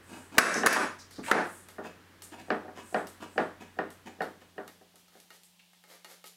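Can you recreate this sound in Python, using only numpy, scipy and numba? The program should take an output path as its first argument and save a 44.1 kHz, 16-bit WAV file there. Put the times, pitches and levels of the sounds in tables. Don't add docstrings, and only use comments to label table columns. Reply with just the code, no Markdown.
import sys
import numpy as np
from scipy import signal
from scipy.fft import rfft, irfft, next_fast_len
from scipy.io import wavfile
from numba import njit

SR = 44100
rng = np.random.default_rng(int(sys.argv[2]) if len(sys.argv) > 2 else 0)


def to_wav(sig):
    pcm = np.clip(np.atleast_2d(sig), -1, 1) * 32767
    pcm = np.round(pcm).astype(np.int16)
    wavfile.write(sys.argv[1], SR, pcm.T)


N = 280476
TIME = np.arange(N) / SR
RING = TIME[:SR * 4 // 5]

# jerk t/s, jerk level/dB, grip t/s, grip length/s, grip level/dB, sleeve level/dB
TURNS = [(2.503, -19.5, 2.314, .04, -45, -69), (2.9436, -19, 2.752, 0.069, -45.5, -56.5),
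         (3.3780, -17, 3.2, 0.057, -41.5, -63.5), (3.7872, -24, 3.598, .045, -47.5, -75),
         (4.205, -25, 4.056, 0.034, -44, -84), (4.579, -32, 4.4, 0.04, -52.5, -84)]
# t/s, level/dB, body level/dB, hiss level/dB
CLICKS = [(1.109, -53, -3, -57), (1.686, -48, -2.5, -63), (2.221, -45, -8, -47), (3.0703, -45, -6, -56.5),
          (3.904, -51.5, -12, -61), (4.219, -48.5, 7, -65), (5.201, -51.5, -13, -79),
          (5.434, -54, -27, -60.5), (5.7328, -62, 0, -76.5)]
# t/s, tap level/dB, body of the tap/dB, length of the draw/s, draw level/dB
BLADE_STROKES = [(4.678, -49.5, 1, .06, -70.5), (4.957, -55.5, -7.5, .05, -62.5),
                 (5.0816, -63, 1, .11, -65.5), (5.3045, -55, 6.5, 0.06, -58), (5.839, -60.5, 6, 0.11, -58),
                 (6.0463, -50.5, 5, 0.091, -55.5), (6.2417, -51, 2.5, .038, -49)]
# f/Hz, level/dB
EDGE = [(1500, -6), (3300, 9.5), (6000, 9.5), (9000, 8), (12500, 9.5), (15500, -3.5)]
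# f/Hz, level/dB
BLADE_BODY = [(200, -12.5), (400, 2.5), (850, 0), (1050, -3.5), (1280, -1.5), (1550, -2), (2100, 0.5),
              (2600, -9), (4300, -7), (7000, -16)]


def clamp(tail_db=-9, tail_hz=9000, bar_db=-12, tilt_db_per_octave=2.0, crack_t60=0.054, bar_t60=0.37,
          treble_hz=4000, lowest_hz=130):
    # f/Hz, level/dB
    steel = [(100, -35), (200, -6), (600, 0), (900, -7), (1080, -0.5), (1700, 2.5), (2550, -11),
             (3200, -18.5), (5300, -18), (8300, -22), (10000, -18), (11400, -20), (13000, -28.5),
             (16000, -29)]
    # f/Hz, level/dB
    bar_modes = [(1047, -48), (1319, -49), (1504, -48), (1640, -46), (1783, -45), (2225, -50), (2331, -50),
                 (2568, -51), (2627, -52), (3806, -60), (4700, -60), (5076, -60), (5561, -60), (5626, -60),
                 (5873, -59), (6142, -67), (6428, -63), (6740, -61), (7817, -61), (8818, -62), (9851, -64),
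                 (10374, -64), (12312, -75), (14850, -78)]
    tilted = [(hz, db + tilt_db_per_octave * np.log2(hz)) for hz, db in bar_modes]
    out = np.zeros(N)
    for s, db, treble_db, ring_db in blows():
        crack = noise(steel) * dying(crack_t60)
        answer = from_db(tail_db) * soften(room_tail(noise(steel)), tail_hz)
        bar = from_db(bar_db + ring_db) * ringing(tilted, bar_t60, detune=.002)
        blow = crack + answer + bar
        dull = signal.lfilter(*signal.butter(1, treble_hz, fs=SR), blow)
        treble = blow - dull
        add(out, s, from_db(db) * (dull + from_db(treble_db) * treble))
    return low_cut(out, lowest_hz)


def blows(edge_lead_s=0.0018, edge_db=-2.5):
    # t/s, level/dB, treble level/dB, ring of the bar/dB
    clanks = [(0.3839, 9, 1.5, -4), (0.6631, -10, 5, -8.5), (0.67, -3, 2.5, -3), (0.7286, -16, 9, -7.5),
              (1.3155, -8.5, -11, -17.5)]
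    for s, db, treble_db, ring_db in clanks:
        yield s - edge_lead_s, db + edge_db, treble_db, ring_db
        yield s, db, treble_db, ring_db


def frame(tail_db=-9, modes_db=-6, grit_db=-7, grit_t60=0.059, wood_t60=0.27, lead_db=-9,
          bend_lag_s=0.001678, lowest_hz=165):
    # f/Hz, level/dB
    frame_modes = [(214.5, -52), (306.8, -50), (398, -44), (452.2, -47), (511.4, -49), (619.1, -47),
                   (667.5, -51), (732.1, -47), (829.0, -53), (855.9, -54), (1157, -55), (1244, -56),
                   (1400, -56), (1443, -54), (1486, -56), (1545, -60), (1660, -57), (1733, -59),
                   (1820, -55), (1992, -64)]
    # f/Hz, level/dB
    wood_tail = [(130, -12.5), (200, -1), (400, -3), (750, -4.5), (950, -7), (1800, -9), (2100, -17),
                 (3200, -25.5), (9000, -40.5)]
    out = np.zeros(N)
    for s, db, hard_hz in knocks():
        crack = wood_crack()
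        grit = from_db(grit_db) * noise(wood_tail) * dying(grit_t60)
        modes = from_db(modes_db) * ringing(frame_modes, wood_t60)
        echo = from_db(tail_db) * room_tail(noise(wood_tail))
        add(out, s, from_db(db + lead_db) * soften(crack, hard_hz))
        add(out, s + bend_lag_s, from_db(db) * soften(crack + grit + modes + echo, hard_hz))
    return low_cut(out, lowest_hz)


def knocks(bounce_loss_db=5):
    # t/s, level/dB, hardness f/Hz, time between bounces/s, number of contacts
    plain_knocks = [(0.372, -27.5, 799, .04, 1), (.555, -19, 397, 0.056, 2), (0.6329, -20.5, 4000, 0.02, 2),
                    (0.763, -18.5, 3580, 0.032, 2), (1.181, -42, 1230, .04, 1), (1.316, -15, 3200, .034, 3),
                    (1.782, -31.5, 1530, .064, 2), (2.646, -38.5, 900, .1, 1), (2.68, -38, 1497, 0.092, 2),
                    (4.81, -52, 1006, 0.13, 2), (5.150, -52, 1100, .05, 1)]
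    for s, db, hard_hz, gap, count in plain_knocks:
        for k in range(round(count)):
            yield s + k * gap, db - k * bounce_loss_db, hard_hz
    for s, db, grip_s, length, grip_db, _ in TURNS:
        force_db = db + 21
        yield grip_s + 0.44 * length, grip_db - 0.5, 1950
        yield s - .021, force_db - 40, 636
        yield s, db, 4350 * 2 ** (force_db / 17)


def wood_crack(spread_db=2.5):
    # f/Hz, level/dB, time to fall by 60 dB/s
    resonances = [(482, -13, 0.033), (755, -5.5, 0.082), (1090, -4.5, 0.0049), (1554, 1, 0.013),
                  (1845, -6.5, 0.04), (2365, -11.5, 0.0084), (2870, -13, 0.013), (4520, -11, 0.0064)]
    chance_db = spread_db * rng.standard_normal(len(resonances))
    crack = np.zeros(len(RING))
    for k, (hz, db, t60) in enumerate(resonances):
        sign = (-1) ** k
        crack += sign * from_db(db + chance_db[k]) * np.sin(2 * np.pi * hz * RING) * dying(t60)
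    return crack


def ticks(click_t60=0.012, tail_db=-9, tail_t60=0.44, note_db=-3, note_t60=0.13, lowest_hz=220):
    # f/Hz, level/dB
    tap_modes = [(850.6, -69.5), (1276, -66.5), (1453, -81.5), (1863, -68), (2148, -69), (2842, -70),
                 (3763, -71.5), (4393, -71)]
    out = np.zeros(N)
    for s, db, body_db, *_ in CLICKS + BLADE_STROKES:
        contact = noise(EDGE) + from_db(body_db) * noise(BLADE_BODY)
        fade = dying(click_t60) + from_db(tail_db) * dying(tail_t60)
        note = from_db(body_db + note_db) * ringing(tap_modes, note_t60)
        add(out, s, from_db(db) * (contact * fade + note))
    return low_cut(out, lowest_hz)


def rubbing(wet_db=-2):
    close = skids_thump_and_creaks() + screw_grinding() + soft_brushing() + blade_drawing()
    room = room_tail(rng.standard_normal(len(RING)))
    wet = from_db(wet_db)
    return (close + wet * resound(close, room)) / np.hypot(1, wet)


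def skids_thump_and_creaks(skirt_db=-15, creak_s=0.031, creak_db=-14.5, creak_hz=2520):
    # t/s, length/s, level/dB, resonance f/Hz
    skids_and_thump = [(0.63, .02, -34, 1344), (.756, 0.032, -20, 1050), (1.18, 0.028, -33.5, 222),
                       (1.229, 0.085, -39, 1950), (1.264, 0.15, -29.5, 830), (5.588, 0.024, -57.5, 2620)]
    creaks = [(s, creak_s, db + creak_db, creak_hz) for _, _, s, _, db, _ in TURNS]
    out = np.zeros(N)
    for s, length, db, hz in skids_and_thump + creaks:
        add(out, s, from_db(db) * stroke(length, hump(hz, skirt_db), slips_per_s=1300, grain_db=2.0))
    return out


def screw_grinding(screw_db=-8.5, screw_t60=.035):
    # t/s, length/s, level/dB
    spins = [(0.072, 0.14, -46.5), (0.308, 0.2, -40), (1.832, 0.054, -43.5), (2.376, 0.047, -46)]
    # f/Hz, level/dB
    grind_tone = [(150, -6), (260, 9.5), (450, -7), (1000, -4.5), (1700, -13), (2300, -10.5), (3000, -14),
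                  (4000, -19.5), (7000, -20)]
    # f/Hz, level/dB
    screw_modes = [(969, -3), (1670, 1), (2560, 0), (2850, -1), (3630, -4.5), (4980, -6.5), (7100, -4.5)]
    grips = [(s, length, db) for _, _, s, length, db, _ in TURNS]
    out = np.zeros(N)
    for s, length, db in spins + grips:
        grind = from_db(db) * stroke(length, grind_tone, slips_per_s=2300, grain_db=1.5)
        ring = from_db(screw_db) * resound(grind, ringing(screw_modes, screw_t60))
        add(out, s, grind + ring)
    return out


def soft_brushing(skirt_db=-22):
    # t/s, length/s, level/dB, centre f/Hz
    brushes_and_click = [(0.011, 0.31, -59.5, 8300), (0.5406, 0.0052, -22.5, 6190),
                         (0.981, 0.052, -49, 5430), (1.095, 0.13, -54.5, 4590), (1.224, 0.11, -47, 8000),
                         (1.4, 0.27, -55, 8740)]
    sleeves = [(s + 0.053, 0.24, db, 8160) for _, _, s, _, _, db in TURNS]
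    glances = [(s, 0.04, db, 8500) for s, _, _, db in CLICKS]
    out = np.zeros(N)
    for s, length, db, hz in brushes_and_click + sleeves + glances:
        add(out, s, from_db(db) * stroke(length, hump(hz, skirt_db), slips_per_s=15000, grain_db=1))
    return out


def blade_drawing(wait=0.25, full_s=0.096, db_per_doubling=11.5):
    out = np.zeros(N)
    for tap_s, _, _, length, db in BLADE_STROKES:
        s = tap_s + wait * length
        body_db = db_per_doubling * np.log2(length / full_s)
        hiss = stroke(length, EDGE, slips_per_s=8100, grain_db=0)
        body = stroke(length, BLADE_BODY, slips_per_s=3300, grain_db=3.5)
        add(out, s, from_db(db) * hiss)
        add(out, s, from_db(db + body_db) * body)
    return out


def shop(low_hum_hz=92, high_hum_hz=177, air_db=-66.5):
    # t/s, rumble level/dB, low hum level/dB, high hum level/dB
    levels = [(0, -58, -63.5, -76), (4.0, -61, -65, -75), (4.7, -69, -73, -70), (5.2, -75.5, -88, -73),
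              (6.36, -86, -100, -71)]
    # f/Hz, level/dB
    rumble_tone = [(25, -3.5), (60, -5.5), (120, -1.5), (280, 1.5), (700, -7), (1700, -3.5), (4000, -21)]
    # f/Hz, level/dB
    air_tone = [(120, -36), (200, -6.5), (227, -29.5), (851, -10.5), (1420, -22), (3070, -9), (6760, -16),
                (12600, -19), (16000, -22)]
    s, *columns = np.transpose(levels)
    rumble, low, high = (from_db(np.interp(TIME, s, c)) for c in columns)
    hum = low * np.sin(2 * np.pi * low_hum_hz * TIME) + high * np.sin(2 * np.pi * high_hum_hz * TIME)
    hiss = from_db(air_db) * noise(air_tone, size=N)
    return np.sqrt(2) * hum + rumble * noise(rumble_tone, size=N) + hiss


def stroke(length, spectrum, slips_per_s, grain_db):
    slips = (rng.random(len(RING)) < slips_per_s / SR) * rng.standard_normal(len(RING))
    sizes = from_db(abs(grain_db) * np.minimum(rng.exponential(1, len(RING)), 3))
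    pressure = np.abs(np.sin(np.pi * np.minimum(RING / length, 1))) ** 0.87
    return colour(slips * sizes, spectrum) * pressure


def ringing(modes, t60, detune=0.):
    hz, db = np.transpose(modes)
    hz = hz * (1 + detune * rng.standard_normal(len(hz)))
    gain = from_db(db + 2 * rng.standard_normal(len(hz))) * rng.choice([-1, 1], len(hz))
    return rms_one(gain @ np.sin(2 * np.pi * hz[:, None] * RING)) * dying(t60)


def room_tail(x):
    # f/Hz, time to fall by 60 dB/s
    room_t60 = [(150, 0.44), (400, 0.34), (1200, 0.35), (3000, 0.36), (8000, 0.35), (15000, .27)]
    hz = np.arange(len(x) // 2 + 1) * SR / len(x)
    octave = np.round(np.log2(np.maximum(hz, 128)))
    bins = rfft(x)
    tail = np.zeros(len(x))
    for k in np.unique(octave):
        tail += irfft(bins * (octave == k), len(x)) * dying(at_hz(room_t60, 2 ** k))
    return tail * (1 - np.exp(-RING / 0.0042))


def resound(x, response):
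    return signal.fftconvolve(x, response / np.linalg.norm(response))[:len(x)]


def soften(x, hz):
    return signal.sosfilt(signal.butter(2, min(hz, .45 * SR), fs=SR, output="sos"), x)


def low_cut(x, hz):
    return signal.sosfilt(signal.butter(4, hz, "high", fs=SR, output="sos"), x)


def dying(t60):
    return np.exp(-np.log(1000) * RING / max(t60, 1e-3))


def noise(spectrum, size=len(RING)):
    return colour(rng.standard_normal(size), spectrum)


def colour(x, spectrum):
    size = next_fast_len(len(x))
    hz = np.arange(size // 2 + 1) * SR / size
    low_end = np.minimum(hz / spectrum[0][0], 1) ** 2
    high_end = np.minimum(spectrum[-1][0] / (hz + 1), 1) ** 2
    gain = from_db(at_hz(spectrum, hz)) * low_end * high_end
    return rms_one(irfft(rfft(x, size) * gain, size)[:len(x)])


def hump(hz, skirt_db):
    return [(hz / 2, skirt_db), (hz, 0), (hz * 2, skirt_db)]


def at_hz(points, hz):
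    known, values = np.transpose(points)
    return np.interp(np.log(hz + 0.0011), np.log(known), values)


def from_db(db):
    return 10 ** (np.asarray(db) / 20)


def rms_one(x):
    return x / np.sqrt(np.mean(x ** 2) + 1e-20)


def add(out, s, sound):
    start = max(round(s * SR), 0)
    out[start:start + len(sound)] += sound[:N - start]


@njit
def gain_control(x, limit, fall, rise):
    out, cut = np.empty_like(x), 0.
    for i in range(len(x)):
        out[i] = x[i] * 10 ** (-cut / 20)
        cut = cut + fall if abs(out[i]) > limit else max(cut - rise, 0.)
    return out


def scene():
    return (clamp() + frame() + ticks() + rubbing() + shop())[None]


def record(dry, limit_db=-19, fall_db_per_s=3400, rise_db_per_s=150, cutoff_hz=15900):
    held = gain_control(dry[0], from_db(limit_db), fall_db_per_s / SR, rise_db_per_s / SR)
    clipped = np.clip(held, -.3, .3)
    return signal.fftconvolve(clipped, signal.firwin(161, cutoff_hz, fs=SR), "same")[None]


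dry = scene()
out = record(dry)
to_wav(out)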